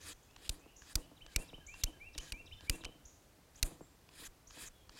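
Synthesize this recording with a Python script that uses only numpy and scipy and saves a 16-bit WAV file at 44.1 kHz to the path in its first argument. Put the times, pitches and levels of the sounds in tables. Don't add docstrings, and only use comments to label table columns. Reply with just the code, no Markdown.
import sys
import numpy as np
from scipy import signal
from scipy.fft import rfft, irfft
from scipy.io import wavfile
from scipy.ndimage import uniform_filter1d

SR = 44100
rng = np.random.default_rng(int(sys.argv[2]) if len(sys.argv) > 2 else 0)


def persist_wave(psi):
    counts = np.round(np.clip(psi, -1, 1) * 32767).astype(np.int16)
    wavfile.write(sys.argv[1], SR, np.atleast_2d(counts).T)


N = 220279

# t/s, level of first 4 ms/dB, bright resonance/Hz, chatter/ms
CONTACTS = [(0.3096, -64, 3760, 2.6), (0.3621, -52, 1750, 1.1), (0.4929, -31, 3600, 3.5),
            (0.82, -53, 1690, 0.89), (0.9543, -27, 4900, 2.7), (1.264, -52.5, 1650, 0.75),
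            (1.3609, -26.5, 2800, 1.9), (1.7407, -53.5, 2730, 3), (1.8361, -27, 6050, 4.15),
            (2.15, -55.5, 3780, 2.7), (2.179, -39, 5500, 6.7), (2.1848, -49, 3120, 2.3),
            (2.3212, -37.5, 2610, 3.5), (2.6076, -54, 1630, 1.4), (2.696, -26, 2820, 3),
            (2.836, -49, 1600, 3.2), (2.8461, -43.5, 3300, 5.2), (2.851, -41.5, 2750, 1.5),
            (3.6277, -25.5, 2700, 3.2), (4.0893, -58, 2400, 1.8), (4.507, -54.5, 4300, 1),
            (4.8938, -51.5, 4300, 1.9)]


def strokes():
    # f/Hz, width/Hz, level/dB
    leather_modes = [(1322, 500, -3), (1680, 300, 1.5), (2630, 310, -2), (3283, 960, 1.5), (3897, 700, -2),
                     (4606, 1000, -1.5)]
    edge_modes = [(5780, 1360, 0.5), (7630, 2100, 1.5), (9450, 1600, 9.5), (12200, 2200, -3.5),
                  (14800, 2600, -4.5)]
    hiss, body, squeak = pressure()
    slip = grains(spread_db=-1.5) * undb(0.97 * walk(120))
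    drive = unit(slip)
    force = hiss / hiss.max() + 1e-9
    edge = 0
    for k, (hz, width, db) in enumerate(edge_modes):
        brightening = force ** (0.15 * np.log2(hz / 8000))
        edge += (-1) ** k * undb(db + 1.9 * walk(40)) * ring(drive, hz, width) * brightening
    leather = sum(undb(db + 1.6 * walk(60)) * ring(slip, hz, width) for hz, width, db in leather_modes)
    return hiss * edge + body * unit(leather) + squeak * unit(ring(slip, hz=6630, width_hz=1280))


def pressure():
    # lift-off t/s, fade/s, hold/s, swell/s, hiss/dB, body re hiss/dB, squeak re hiss/dB
    passes = [(0.136, .037, 0.0066, .09, -53.5, 2.5, 2.5), (0.486, .004, 0.027, 0.077, -62.5, 4.5, -6),
              (0.622, 0.087, .012, .017, -63, -0.5, 5), (0.935, .008, 0.014, .098, -62.5, 5, -8),
              (1.07, 0.065, 0.04, 0.0044, -65.5, -2.5, -14), (1.35, .003, .006, 0.055, -69.5, 6.5, -20),
              (1.497, 0.072, 0.032, 0.0074, -59, -2.5, -17), (1.82, 0.0037, 0.005, 0.077, -62, 4.5, -1),
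              (1.957, 0.075, .022, .03, -68, -4, -22), (2.309, 0.007, 0.086, 0.043, -66.5, 7.5, 1),
              (2.42, .035, .022, 0.023, -79, -2, -10), (2.68, .006, 0.019, 0.045, -69.5, 6.5, -3),
              (2.827, 0.068, .035, 0.02, -58, -3.5, -3), (3.603, 0.0053, 0.012, 0.043, -67.5, 3, 6),
              (3.803, 0.13, 0.013, 0.02, -53.5, -4.5, -2), (4.279, 0.0094, 0.063, 0.1, -57.5, 2.5, 5.5),
              (4.69, 0.047, 0.034, 0.11, -54, 2.5, 8), (5.0, .004, .008, 0.076, -66, 8.5, -1)]
    swell_db_per_s, fade_db_per_s, touch_s = 209, 270, 0.0041
    squeak_s, squeak_floor_db = 0.027, -8
    gains = np.zeros((3, N))
    for lift, fade, hold, swell, db, body_db, squeak_db in passes:
        left_s = np.arange(fade + hold + swell, 0, -1 / SR)
        gate = np.clip(np.minimum(left_s[0] - left_s, left_s) / touch_s, 0, 1)
        drop_db = swell_db_per_s * np.maximum(left_s - fade - hold, 0)
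        drop_db += fade_db_per_s * np.maximum(fade - left_s, 0)
        body_drop_db = 0.65 * drop_db
        lift_db = np.interp(left_s, [squeak_s, 1.17 * squeak_s], [squeak_db, squeak_floor_db])
        for row, gain_db in zip(gains, (-drop_db, body_db - body_drop_db, lift_db - body_drop_db)):
            add(row, lift - left_s[0], gate * undb(db + gain_db))
    return gains


def slaps():
    # f/Hz, width/Hz, level/dB
    blade_modes = [(1175, 550, -13), (1760, 550, -6.5), (2800, 1550, 4.5), (4320, 1530, 5.5),
                   (5570, 3500, 6.5), (6270, 510, -19), (8020, 5900, -1.5), (9340, 2500, -16.5),
                   (11330, 460, -9), (13800, 720, -3.5), (15400, 500, -31)]
    soft_hard_db = [-46.5, -33.5]
    out, t = np.zeros(N), np.arange(1200) / SR
    noises = grains(spread_db=3.5, shape=(len(CONTACTS), len(t)))
    for (start, db, bright_hz, chatter_ms), noise in zip(CONTACTS, noises):
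        tilt_db_per_oct = np.interp(db, soft_hard_db, [-14.5, 0])
        top_hz = np.interp(db, soft_hard_db, [6800, 17800])
        attack = 1 - np.exp(-t / 0.00036)
        impact = np.exp(-t / 0.00054)
        chatter = 0.67 * np.exp(-np.maximum(t - chatter_ms / 1000, 0) / 0.0017)
        push = noise * attack * (impact + chatter)
        hit = ring_modes(push, blade_modes, tilt_db_per_oct, pivot_hz=4000)
        hit += undb(4.5) * ring(push, bright_hz, 0.25 * bright_hz)
        hit = signal.lfilter(*signal.butter(3, top_hz, fs=SR), hit)
        add(out, start, undb(db) * hit / np.sqrt(np.mean(hit[:180] ** 2)))
    return out


def bench():
    # t/s, peak/dB
    anchor_knocks = [(0.66, -50.5), (1.115, -51.5), (1.531, -43.5), (1.581, -49.5), (2.156, -48),
                     (2.404, -55), (2.633, -55), (2.808, -49.5), (2.86, -45), (2.889, -48.5),
                     (2.952, -54.5), (3.383, -63), (3.809, -42), (4.222, -53), (4.573, -48.5)]
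    # f/Hz, width/Hz, level/dB
    wood_modes = [(161, 45, 4), (300, 74, 5.5), (493, 93, -1.5), (604, 230, -3.5), (846, 240, -14.5)]
    rattle_s, jolt_t60_s, sway_t60_s = 0.017, 0.43, 0.95
    rest_db, pull_db, slap_knock_db, jolt_db, sway_db = -80.5, -13.5, -17, -26.5, -41
    out, t = np.zeros(N), np.arange(4000) / SR
    knocks = anchor_knocks + [(start, db + slap_knock_db) for start, db, *_ in CONTACTS]
    for start, db in knocks:
        push = np.exp(-t / 0.00029) + 0.24 * rng.standard_normal(len(t)) * np.exp(-t / rattle_s)
        knock = ring_modes(push, wood_modes, tilt_db_per_oct=2.5)
        add(out, start, undb(db) * knock / np.max(np.abs(knock)))
    shake = undb(rest_db) + undb(pull_db) * pressure()[1]
    t = np.arange(SR) / SR
    for start, db, *_ in CONTACTS:
        add(shake, start, undb(db + jolt_db) * (1 - np.exp(-t / 0.013)) * 1000 ** (-t / jolt_t60_s))
        add(shake, start, undb(db + sway_db) * 1000 ** (-t / sway_t60_s))
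    slip = grains(spread_db=2.5) * undb(2.5 * walk(70))
    return out + shake * unit(ring_modes(slip, wood_modes))


def songbird():
    # t in phrase/s, f/Hz, level/dB
    contours = [
        [(-.046, 2940, -22), (-.042, 3980, -2), (-.036, 3710, -2), (-.026, 2750, -5)],
        [(0, 2136, 1), (.008, 2770, 6), (.014, 3060, 13.5), (.026, 3145, -1), (.032, 3070, -24)],
        [(.07, 1476, -38), (.082, 1683, -2.5), (.105, 1590, -10.5), (.125, 1580, -18)],
        [(.143, 2118, -13.5), (.159, 2346, 2.5), (.179, 2411, -1.5), (.195, 2637, -7.5), (.213, 2730, 2),
         (.225, 2714, -3)],
    ]
    # t/s, note spacing factor, note length factor, levels of notes 1-4/dB
    phrases = [(1.207, .93, 1.1, -63.5, -66, -63, -57.5), (1.532, 0.99, 1, -57, -63, -62, -54.5),
               (1.858, 0.98, 1.12, -57, -64, -64, -54.5), (2.185, 0.98, 1.12, -58.5, -64.5, -61.5, -55),
               (2.512, 1.08, 1.1, -58, -62.5, -62, -55.5), (2.848, 0.91, 1.07, -57.5, -64, -85, -90)]
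    out = np.zeros(N)
    for start, spacing, stretch, *levels_db in phrases:
        for contour, level_db in zip(contours, levels_db):
            times, hz, db = np.transpose(contour)
            add(out, start + spacing * times[0], whistle(stretch * times, hz, db + level_db))
    return out


def bird_calls():
    # t/s, top f/Hz, direct/dB, echo/dB
    chips = [(.01, 7140, -59.5, -54), (.228, 7600, -68, -69), (0.762, 7250, -58.5, -54),
             (1.475, 5980, -65, -67), (1.665, 7680, -53, -54), (2.131, 6130, -65, -66),
             (2.2, 7220, -59, -51.5), (2.457, 6080, -64, -67), (3.052, 7260, -55.5, -55),
             (3.556, 7250, -58, -81), (4.471, 7200, -57, -56)]
    # t/s, length/s, start f/Hz, end f/Hz, direct/dB, echo/dB
    notes = [(0.182, 0.044, 3510, 3270, -91, -74.5), (0.259, 0.076, 2473, 2970, -97, -71),
             (0.583, .11, 2440, 2970, -90, -68), (0.972, 0.055, 2625, 3110, -93, -67),
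             (2.528, .018, 3690, 3460, -58.5, -73), (2.531, .0083, 5260, 5070, -71, -69),
             (2.566, 0.03, 3600, 3540, -64, -75), (3.812, 0.045, 7600, 7350, -70, -74),
             (4.687, .12, 3480, 3180, -90, -71.5)]
    chip_s = 0.0114
    calls = [(start, glide(chip_s, 0.75 * hz, hz, depth=0.51), *dbs) for start, hz, *dbs in chips]
    for start, length_s, from_hz, to_hz, *dbs in notes:
        calls.append((start, glide(length_s, from_hz, to_hz, depth=0.44), *dbs))
    direct, far = np.zeros(N), np.zeros(N)
    for start, note, direct_db, echo_db in calls:
        add(direct, start, undb(direct_db) * note)
        add(far, start, undb(echo_db) * note)
    return direct, far


def glide(length_s, from_hz, to_hz, depth, warble_hz=452):
    bend_hz = 0.35 * from_hz + 0.65 * to_hz
    note = whistle([0, 0.61 * length_s, length_s], [from_hz, bend_hz, to_hz], [-3, 0, -3])
    return note * (1 + depth * np.cos(2 * np.pi * warble_hz * np.arange(len(note)) / SR))


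def whistle(times_s, hz, db):
    t = np.arange(times_s[0], times_s[-1], 1 / SR)
    ends = np.clip(np.minimum(t - times_s[0], times_s[-1] - t) / 0.00099, 0, 1)
    phase = 2 * np.pi * np.cumsum(np.interp(t, times_s, hz)) / SR
    return np.sqrt(2) * ends * undb(np.interp(t, times_s, db)) * np.sin(phase)


def trees(x, t60_s=0.54, rise_s=0.013):
    t = np.arange(int(1.2 * SR)) / SR
    tail = grains(spread_db=2.1, shape=len(t)) * 1000 ** (-t / t60_s) * np.clip(t / rise_s, 0, 1)
    return signal.fftconvolve(x, tail / np.sqrt(np.sum(tail ** 2)))[:N]


def air():
    # f/Hz, relative density/dB
    spectrum = [(15, -42), (25, -6.5), (65, -4), (202, -14), (349, -15), (787, -19), (854, -20),
                (2900, -26.5), (6210, -28.5), (15200, -33.5), (16500, -38)]
    # t/s, length/s, level/dB
    swells = [(0.0, 0.17, -62), (1.2, 0.095, -71), (2.41, 0.31, -60.5)]
    drone = unit(ring(rng.standard_normal(N), hz=75.6, width_hz=55)) * undb(-75.5 + 2.5 * walk(6.7))
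    hum_gain = np.zeros(N)
    for start, length_s, db in swells:
        add(hum_gain, start, undb(db) * np.hanning(int(length_s * SR)) ** 0.5)
    hum = hum_gain * unit(ring(rng.standard_normal(N), hz=83, width_hz=15))
    hz, density_db = np.transpose(spectrum)
    bins_hz = np.fft.rfftfreq(N, 1 / SR) + 1
    colour = undb(np.interp(np.log(bins_hz), np.log(hz), density_db))
    hiss = unit(irfft(rfft(rng.standard_normal(N)) * colour, N))
    return undb(-65) * hiss + drone + hum


def grains(spread_db, shape=N):
    return rng.standard_normal(shape) * undb(spread_db * rng.exponential(size=shape))


def walk(rate_hz):
    hold = int(SR / rate_hz)
    steps = np.repeat(rng.standard_normal(N // hold + 1), hold)
    return 1.35 * uniform_filter1d(steps, hold)[:N]


def ring_modes(x, modes, tilt_db_per_oct=0, pivot_hz=400):
    return sum(undb(db + tilt_db_per_oct * np.log2(hz / pivot_hz)) * ring(x, hz, width)
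               for hz, width, db in modes)


def ring(x, hz, width_hz):
    b, a = signal.iirpeak(hz, hz / (1.5 * width_hz), fs=SR)
    return signal.lfilter(b, a, signal.lfilter(b, a, x))


def one_pole(x, hz):
    return signal.lfilter(*signal.butter(1, hz, fs=SR), x)


def highpass(x, hz, order):
    return signal.sosfilt(signal.butter(order, hz, "high", fs=SR, output="sos"), x)


def add(out, start_s, x):
    i = int(start_s * SR)
    x, i = x[max(-i, 0):], max(i, 0)
    out[i:i + len(x)] += x[:len(out) - i]


def undb(db):
    return 10 ** (np.asarray(db) / 20)


def unit(x):
    return x / np.sqrt(np.mean(x ** 2))


def scene():
    bench_echo_s = 0.0021
    knife = strokes() + slaps()
    knife += undb(-19) * np.roll(knife, int(bench_echo_s * SR))
    wood = bench()
    song = songbird()
    calls, far_calls = bird_calls()
    echoes = trees(undb(-6) * song + far_calls + undb(-30.5) * knife)
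    mid = knife + wood + song + calls + echoes + air()
    side = undb(-33.5) * air() + undb(-43) * np.gradient(knife) + undb(-52) * np.roll(wood, 200)
    return np.array([mid + side, mid - side])


def record(dry):
    shift_gain, low_cut_hz, mismatch, top_hz = 5.07, 24.7, 0.019, 15900
    swing = np.abs(highpass(dry, hz=1000, order=2))
    shift = shift_gain * one_pole(one_pole(swing - np.median(swing), hz=23.6), hz=160)
    cuts_hz = low_cut_hz * (1 + mismatch), low_cut_hz * (1 - mismatch)
    channels = [highpass(x, hz, order=3) for x, hz in zip(dry + shift, cuts_hz)]
    return signal.sosfilt(signal.ellip(10, 0.2, 60, top_hz, fs=SR, output="sos"), channels)


dry = scene()
out = record(dry)
persist_wave(out)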